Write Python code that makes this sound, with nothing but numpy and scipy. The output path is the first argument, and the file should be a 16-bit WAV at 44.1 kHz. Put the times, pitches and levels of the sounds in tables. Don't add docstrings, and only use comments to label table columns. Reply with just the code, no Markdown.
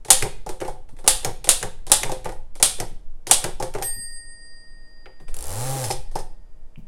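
import sys
import numpy as np
from scipy import signal
from scipy.fft import irfft, next_fast_len
from scipy.io import wavfile

SR = 44100
rng = np.random.default_rng(int(sys.argv[2]) if len(sys.argv) > 2 else 0)


def generate_wav(sig):
    pcm = np.round(np.clip(np.atleast_2d(sig).T, -1, 1) * 32767).astype(np.int16)
    wavfile.write(sys.argv[1], SR, pcm)


N = 302967
TIME = np.arange(N) / SR

# (frequency [Hz], rms level [dB])
HUM = [(312.2, -74), (468.3, -74), (624.5, -73.5), (893.6, -79.5)]
# (frequency [Hz], t60 [s])
ROOM_T60 = [(150,0.61),(600,0.35),(2000,0.4),(5000,0.5),(9000,0.12),(15000,0.4)]

# (frequency [Hz], relative level [dB])
RUMBLE = [(5,12.5),(14,19),(25,2),(45,-8),(80,-19),(150,-30),(400,-68.5),(2000,-110)]
HISS = [(60,-1),(150,0),(400,-7),(800,-11.5),(1600,-20),(4000,-28),(10000,-29),(16000,-46)]
TABLE_THUMP = [(50,-22.5),(100,0),(150,-4.5),(220,-7.5),(350,-19.5),(1000,-51.5)]
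ROLLERS = [(80,-40),(250,-4),(500,1),(850,-6.5),(1200,-6),(2500,-14.5),(6000,-11.5),(15000,-19.5)]
PAWL_SNAP = [(1000,-12),(3000,-9.5),(5000,-4.5),(7500,0),(10200,4.5),(12500,-3.5),(16000,-32)]
TICK = [(200,-33.5),(1500,-19),(3000,-10),(5500,2),(8000,0),(10500,-1),(13000,-10.5),(16000,-24.5)]
KNOCK = [(150,-35),(600,-16.5),(1300,-3),(2000,1.5),(2800,-3.5),(5000,-22.5),(12000,-46.5)]
THUD = [(60,-10),(130,-1.5),(250,-20.5),(360,1.5),(520,-4),(650,-9),(820,-1.5),(1100,-15.5),(2000,-22.5),(8000,-59)]
SHIMMER = [(300,-20),(800,-8),(2400,-13),(3400,-1.5),(5500,-5.5),(7200,-5.5),(9000,2.5),(10500,-4),(12500,-16),(16000,-31)]
CRACK = [(200,-8),(800,-3.5),(1500,-9.5),(3000,-4.5),(5500,-4),(8800,6),(10500,3.5),(12500,-11.5),(16000,-26.5)]

# (frequency [Hz], relative level [dB], t60 [s])
KEY_TOP_MODES = [(2390,-40,0.011),(2744,-40.5,0.011),(3060,-44.5,0.015)]
PAWL_MODES = [(7500,-4.5,0.021),(8480,-7.5,0.042),(9830,-6,0.071),(10340,-14,0.024)]
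RAIL_MODES = [(4470,0.5,0.097),(5120,3,0.23),(5370,3,0.089),(5955,-2.5,0.17),(8200,5.5,0.074),(9520,-8,.13),(11600,-5,.12)]
CLANG_MODES = [(5890,-36,0.17),(9448,-50,.2),(9900,-52,0.13)]
FRAME_MODES = [(130,-13.5,0.48),(358.7,-6.5,0.1),(420,-20.5,0.095),(515.5,-0.5,0.16),(607,-2,0.083),(690,-4,0.064),(851,-2,0.065),(980,-8.5,.05),(1215,-10.5,0.068)]
PLATEN_MODES = [(746,-1.5,0.09),(803.7,5,0.053),(863,0.5,0.077),(940,-6,0.015)]
BAR_MODES = [(3530,-4,.4),(4410,-9,.25),(4670,-9,.25),(5290,-9,.25),(7020,-3,.33),(7125,-4,.3),(7335,-4,.3),(8390,-3,.3),(8487,0,.35),(8620,-1,.3),(8870,0,.32),(9170,1,.32),(9430,-2,.3),(10080,-3,.28),(10740,-6,.25)]
# (frequency [Hz], relative level [dB], t60 [s], beat [Hz], twin against partial [dB])
BELL_PARTIALS = [(1857,-40,4.6,9,-16),(4791,-38.5,3.9,2.1,-8),(8543,-24,1.4,7.1,-5),(12960,-27,.53,11.2,-6)]

# (time [s], level [dB])
SOFT_BUMPS = [(0.925,-46.5),(2.907,-45.5),(3.965,-46.5),(5.208,-46.5),(6.775,-43)]
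# (time [s], tick [dB], knock [dB], thud [dB])
TOUCHES = [(0.889, -61.5, -54, -47), (0.966, -62, -55, -49), (0.988, -55, -51.5, -39.5),
           (5.0578, -74, -38, -38), (5.2003, -64.5, -53.5, -43), (5.282, -54, -42.5, -40.5),
           (6.1127, -56.5, -56, -43.5)]
# (time [s], ratchet rate [teeth/s])
CARRIAGE_SPEED = [(5.342,40),(5.397,50),(5.486,83),(5.6,119),(5.66,131),(5.752,136),(5.831,125),(5.872,107),(5.897,85)]
# (time [s], tick [dB], knock [dB], thud [dB])
CARRIAGE_BUMPS = [(5.8407, -28, -35, -53), (5.9025, -30, -35.5, -27), (5.909, -24, -30, -29),
                  (6.1549, -34, -40, -23.5), (6.1889, -38.5, -45.5, -51.5)]
# (press time [s], travel [s], hold [s], press [dB], rebound [dB])
SPACES = [(0.463, 0.028, 0.14, -3, 3), (2.0948, 0.023, 0.15, 0, -5.5), (3.6001, 0.025, .1385, 1.5, -1.5)]
# (strike time [s], key travel [s], bar hold [s], touch [dB], crack [dB], thud [dB],
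# fall-back [dB], fall-back knock [dB])
LETTERS = [(0.1038, .055, 0.12, -3.5, 5, -15, 2, -21), (1.077, 0.035, 0.17, -9, 0.5, -15.5, 3.5, -27.5),
           (1.49, 0.047, .1381, 6.5, 0, -29, -2, -25.5), (1.9171, .05, .1152, 0, 1.5, -14.5, 1, -20.5),
           (2.6269, .073, .1739, -6, -0.5, -19, -0.5, -30.5), (3.3113, 0.042, 0.13, 7.5, 0.5, -15, 1, -22)]

# (tick [dB], knock [dB], thud [dB])
LEVER_PULL, ESCAPEMENT, BELL_HAMMER = (-33, -41.5, -26.5), (-44, -45, -35), (-25, -29, -35.5)
SPACE_PRESS, SPACE_BOTTOM, SPACE_RELEASE = (-34, -56, -26), (-27.5, -34.5, -24.5), (-36, -41, -37)
SPACE_REST, SPACE_WOBBLE, SPACE_REBOUND = (-37.5, -34, -20.5), (-39, -38.5, -33), (-38.5, -53, -31.5)

REST_AFTER_S, WOBBLE_AFTER_S, REBOUND_AFTER_S = 0.011, .046, .076
BELL_AT_S, RETURN_START_S, RETURN_END_S, KEY_TAP_AT_S = 3.824, 5.343, 5.9, 6.758
CUTOFF_HZ = 16000


def from_db(db):
    return 10 ** (np.asarray(db) / 20)


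def at_hz(points, hz):
    f, value = np.transpose(points)
    return np.interp(np.log(np.maximum(hz, 1)), np.log(f), value)


def noise(colour):
    size = next_fast_len(N, True)
    hz = np.arange(size // 2 + 1) * SR / size
    real, imaginary = rng.standard_normal((2, len(hz)))
    x = irfft((real + 1j * imaginary) * from_db(at_hz(colour, hz)), size)[:N]
    return x / np.sqrt(np.mean(x ** 2) + 1e-20)


def clicks(times, db):
    out = np.zeros(N)
    np.add.at(out, np.clip(np.round(times * SR).astype(int), 0, N - 1), from_db(db))
    return out


def fade(hits, t60):
    return np.sqrt(signal.lfilter([1], [1, -from_db(-120 / (t60 * SR))], hits ** 2 + 1e-18))


def swell(envelope, seconds):
    r = np.exp(-1 / (seconds * SR))
    return signal.lfilter([1 - r], [1, -r], envelope)


def ring(hits, hz, t60):
    r, w = from_db(-60 / (t60 * SR)), 2 * np.pi * hz / SR
    return signal.lfilter([0, np.sin(w)], [1, -2 * r * np.cos(w), r * r], hits + 1e-18)


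def ring_modes(modes, hits):
    return sum((-1) ** k * from_db(db) * ring(hits, hz, t60) for k, (hz, db, t60) in enumerate(modes))


def struck(modes, times, db, spread_db, detune):
    hz, level, t60 = np.transpose(modes)[:, :, None]
    t, out = TIME[:int(min(t60.max(), 1) * SR)], np.zeros(N + SR)
    decay = from_db(level - 60 * t / t60)
    variations = rng.standard_normal((len(times), 2, len(modes), 1))
    for s, blow_db, (force, shift) in zip(times, db, variations):
        tones = np.sin(2 * np.pi * hz * (1 + detune * shift) * t)
        rings = from_db(blow_db + spread_db * force) * decay * tones
        start = round(s * SR)
        out[start:start + len(t)] += rings[::2].sum(axis=0) - rings[1::2].sum(axis=0)
    return out[:N]


def chatter(times, db, gap_s, loss_db, count=5):
    luck = rng.random((len(times), 2, count))
    later = times[:, None] + gap_s * np.cumsum(.5 + luck[:, 0], axis=1)
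    weaker = db[:, None] - loss_db * (np.arange(count) + 2 * luck[:, 1])
    return clicks(later.ravel(), weaker.ravel())


def contacts(times, db, balance):
    return np.column_stack([times] + [db + part_db + np.zeros(len(times)) for part_db in balance])


def clacks(cues, frame_db, bounce_db, rattle_db, ring_db, tick_t60, thud_t60):
    s, tick_db, knock_db, thud_db = np.transpose(cues)
    taps = clicks(s, tick_db) + chatter(s, tick_db + bounce_db, gap_s=0.0057, loss_db=2.8)
    tick = noise(TICK) * swell(fade(taps, tick_t60), seconds=.0002)
    shimmer = noise(SHIMMER) * fade(clicks(s, tick_db + ring_db), t60=.24)
    knock = noise(KNOCK) * fade(clicks(s, knock_db), t60=0.046)
    jolts = clicks(s, thud_db) + chatter(s, thud_db + rattle_db, gap_s=0.01, loss_db=1.0, count=4)
    thud = noise(THUD) * swell(fade(jolts, thud_t60), seconds=0.0043)
    frame = struck(FRAME_MODES, s, thud_db + frame_db, spread_db=1.0, detune=0.014)
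    return tick + shimmer + knock + thud + frame


def room_tone():
    hum = sum(from_db(db) * np.sqrt(2) * np.sin(2 * np.pi * hz * TIME) for hz, db in HUM)
    return from_db(-62) * noise(HISS) + hum


def room_reverb(x, delay_s):
    t, tail = TIME[:SR * 7 // 10], 0
    edges = np.geomspace(80, 18000, 9)
    for low, high in zip(edges, edges[1:]):
        band_pass = signal.butter(2, [low, high], "band", fs=SR, output="sos")
        band = signal.sosfilt(band_pass, rng.standard_normal(len(t)))
        tail = tail + band * from_db(-60 * t / at_hz(ROOM_T60, np.sqrt(low * high)))
    tail = tail * (t > delay_s)
    return signal.fftconvolve(x, tail / np.sqrt(np.sum(tail ** 2)))[:N]


def table_rumble(rest_db=-38):
    grab_s = RETURN_START_S - 0.097
    pushes = clicks(np.array(LETTERS)[:, 0], -22) + clicks(np.array(SPACES)[:, 0], -23.5)
    pushes += clicks(np.array([grab_s, RETURN_END_S]), -19.5)
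    sway = swell(fade(pushes, t60=2.47), seconds=0.045)
    return np.hypot(from_db(rest_db), sway) * noise(RUMBLE)


def table_bumps():
    s, db = np.transpose(SOFT_BUMPS)
    strike, _, held, *_ = np.transpose(LETTERS)
    thumps = clicks(s, db + 8) + clicks(strike + held, -30.5) + clicks(np.array(SPACES)[:, 0], -37.5)
    return noise(TABLE_THUMP) * swell(fade(thumps, t60=0.11), seconds=.008)


def handling():
    return clacks(TOUCHES, frame_db=-14, bounce_db=-7, rattle_db=-9.5, ring_db=3,
                  tick_t60=.03, thud_t60=0.056)


def key_tap():
    fingertip = swell(clicks(np.array([KEY_TAP_AT_S]), 5.3), seconds=.0001)
    return ring_modes(KEY_TOP_MODES, fingertip)


def carriage_return():
    s, teeth_per_s = np.transpose(CARRIAGE_SPEED)
    rate = np.interp(TIME, s, teeth_per_s) * (TIME >= RETURN_START_S) * (TIME < RETURN_END_S)
    teeth = np.cumsum(rate) / SR
    times = TIME[np.diff(np.ceil(teeth), prepend=0) > 0]
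    snaps = clicks(times, db=rng.standard_normal(N)[:len(times)])
    speed = swell(rate / teeth_per_s.max(), seconds=0.0014)
    pawl = from_db(-28.5) * noise(PAWL_SNAP) * fade(snaps, t60=.014)
    spring = from_db(-32) * ring_modes(PAWL_MODES, snaps)
    frame = from_db(-41) * ring_modes(FRAME_MODES, snaps * speed)
    platen = from_db(-37.5) * ring_modes(PLATEN_MODES, snaps * speed ** 2)
    phase = 2 * np.pi * teeth
    rocking = from_db(-26.5) * speed ** 2 * sum(np.sin(k * phase) / k ** 2.58 for k in range(1, 4))
    rollers = from_db(-35) * speed ** 1.38 * noise(ROLLERS)
    return pawl + spring + frame + platen + rocking + rollers


def carriage_stop():
    s, tick_db, _, thud_db = np.transpose(CARRIAGE_BUMPS)
    damping = np.array([1, 1, 0.54])
    clink = struck(RAIL_MODES * damping, s, tick_db - 8, spread_db=0.5, detune=0.0035)
    platen = struck(PLATEN_MODES * damping, s, thud_db + 6.5, spread_db=1.0, detune=0.039)
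    clack = clacks(CARRIAGE_BUMPS, frame_db=-3, bounce_db=1.5, rattle_db=-9, ring_db=-8,
                   tick_t60=0.0235, thud_t60=0.095)
    return clink + platen + clack


def margin_bell(gain_db, twin_life=.85):
    hit = clicks(np.array([BELL_AT_S]), gain_db)
    ding = ring_modes(CLANG_MODES, hit)
    for hz, db, t60, beat_hz, twin_db in BELL_PARTIALS:
        twin = from_db(twin_db) * ring(hit, hz + beat_hz, t60 * twin_life)
        ding += from_db(db) * (ring(hit, hz, t60) - twin)
    return ding


def platen_steps():
    s, _, held, press_db, rebound_db = np.transpose(SPACES)
    times = np.append(s, s + held + REBOUND_AFTER_S)
    db = np.append(press_db - 27, rebound_db - 29.5)
    return struck(PLATEN_MODES, times, db, spread_db=1.5, detune=.03)


def space_bar():
    s, travel, held, press_db, rebound_db = np.transpose(SPACES)
    release = s + held
    cues = np.vstack([contacts(s, press_db, SPACE_PRESS),
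                      contacts(s + travel, press_db, SPACE_BOTTOM),
                      contacts(release, 0, SPACE_RELEASE),
                      contacts(release + REST_AFTER_S, 0, SPACE_REST),
                      contacts(release + WOBBLE_AFTER_S, 0, SPACE_WOBBLE),
                      contacts(release + REBOUND_AFTER_S, rebound_db, SPACE_REBOUND),
                      contacts([BELL_AT_S], 0, BELL_HAMMER)])
    return clacks(cues, frame_db=-6, bounce_db=-6.5, rattle_db=-9, ring_db=-10.5,
                  tick_t60=0.026, thud_t60=.07)


def key_levers(usual_travel_s=.048, pull_share=.38):
    s, travel, held, touch_db, *_ = np.transpose(LETTERS)
    thud_db = -33.5 + 20 * np.log10((usual_travel_s / travel) ** 2)
    touch = np.column_stack([s - travel, touch_db - 32, touch_db - 42, thud_db])
    pull = contacts(s - pull_share * travel, .3 * touch_db, LEVER_PULL)
    step = contacts(s + held - 0.016, 0, ESCAPEMENT)
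    return clacks(np.vstack([touch, pull, step]), frame_db=-13.5, bounce_db=-5.5, rattle_db=-22.5,
                  ring_db=-8.5, tick_t60=0.015, thud_t60=0.079)


def fall_backs():
    s, _, held, *_, fall_db, knock_db = np.transpose(LETTERS)
    cues = np.column_stack([s + held, fall_db - 18.5, knock_db, fall_db - 22])
    return clacks(cues, frame_db=-11.5, bounce_db=-10.5, rattle_db=-5, ring_db=-19,
                  tick_t60=0.022, thud_t60=0.072)


def type_strikes():
    s, _, _, _, crack_db, thud_db, _, _ = np.transpose(LETTERS)
    ring_db = np.full(len(s), -13.5)
    blows = clicks(s, crack_db - 1.5) + chatter(s, crack_db - 14, gap_s=0.0054, loss_db=0.5)
    crack = noise(CRACK) * fade(blows, t60=0.035)
    shimmer = noise(SHIMMER) * fade(clicks(s, ring_db), t60=0.25)
    bars = struck(BAR_MODES, s, ring_db - 19.5, spread_db=-0.5, detune=0.00033)
    platen = struck(PLATEN_MODES, s, thud_db - 4, spread_db=-2.5, detune=0.016)
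    frame = struck(FRAME_MODES, s, thud_db - 11, spread_db=0, detune=0.016)
    return crack + shimmer + bars + platen + frame


def scene():
    machine = key_levers() + type_strikes() + fall_backs() + space_bar() + platen_steps()
    machine += table_bumps() + carriage_return() + carriage_stop() + key_tap() + handling()
    reflections = from_db(-11.5) * room_reverb(machine, delay_s=0.0045)
    ding = margin_bell(gain_db=-1.13)
    return (machine + reflections + ding + table_rumble() + room_tone())[None]


def record(dry):
    low_pass = signal.ellip(10, .1, 80, CUTOFF_HZ, fs=SR, output="sos")
    return signal.sosfilt(low_pass, np.clip(dry, -1, 1))


dry = scene()
out = record(dry)
generate_wav(out)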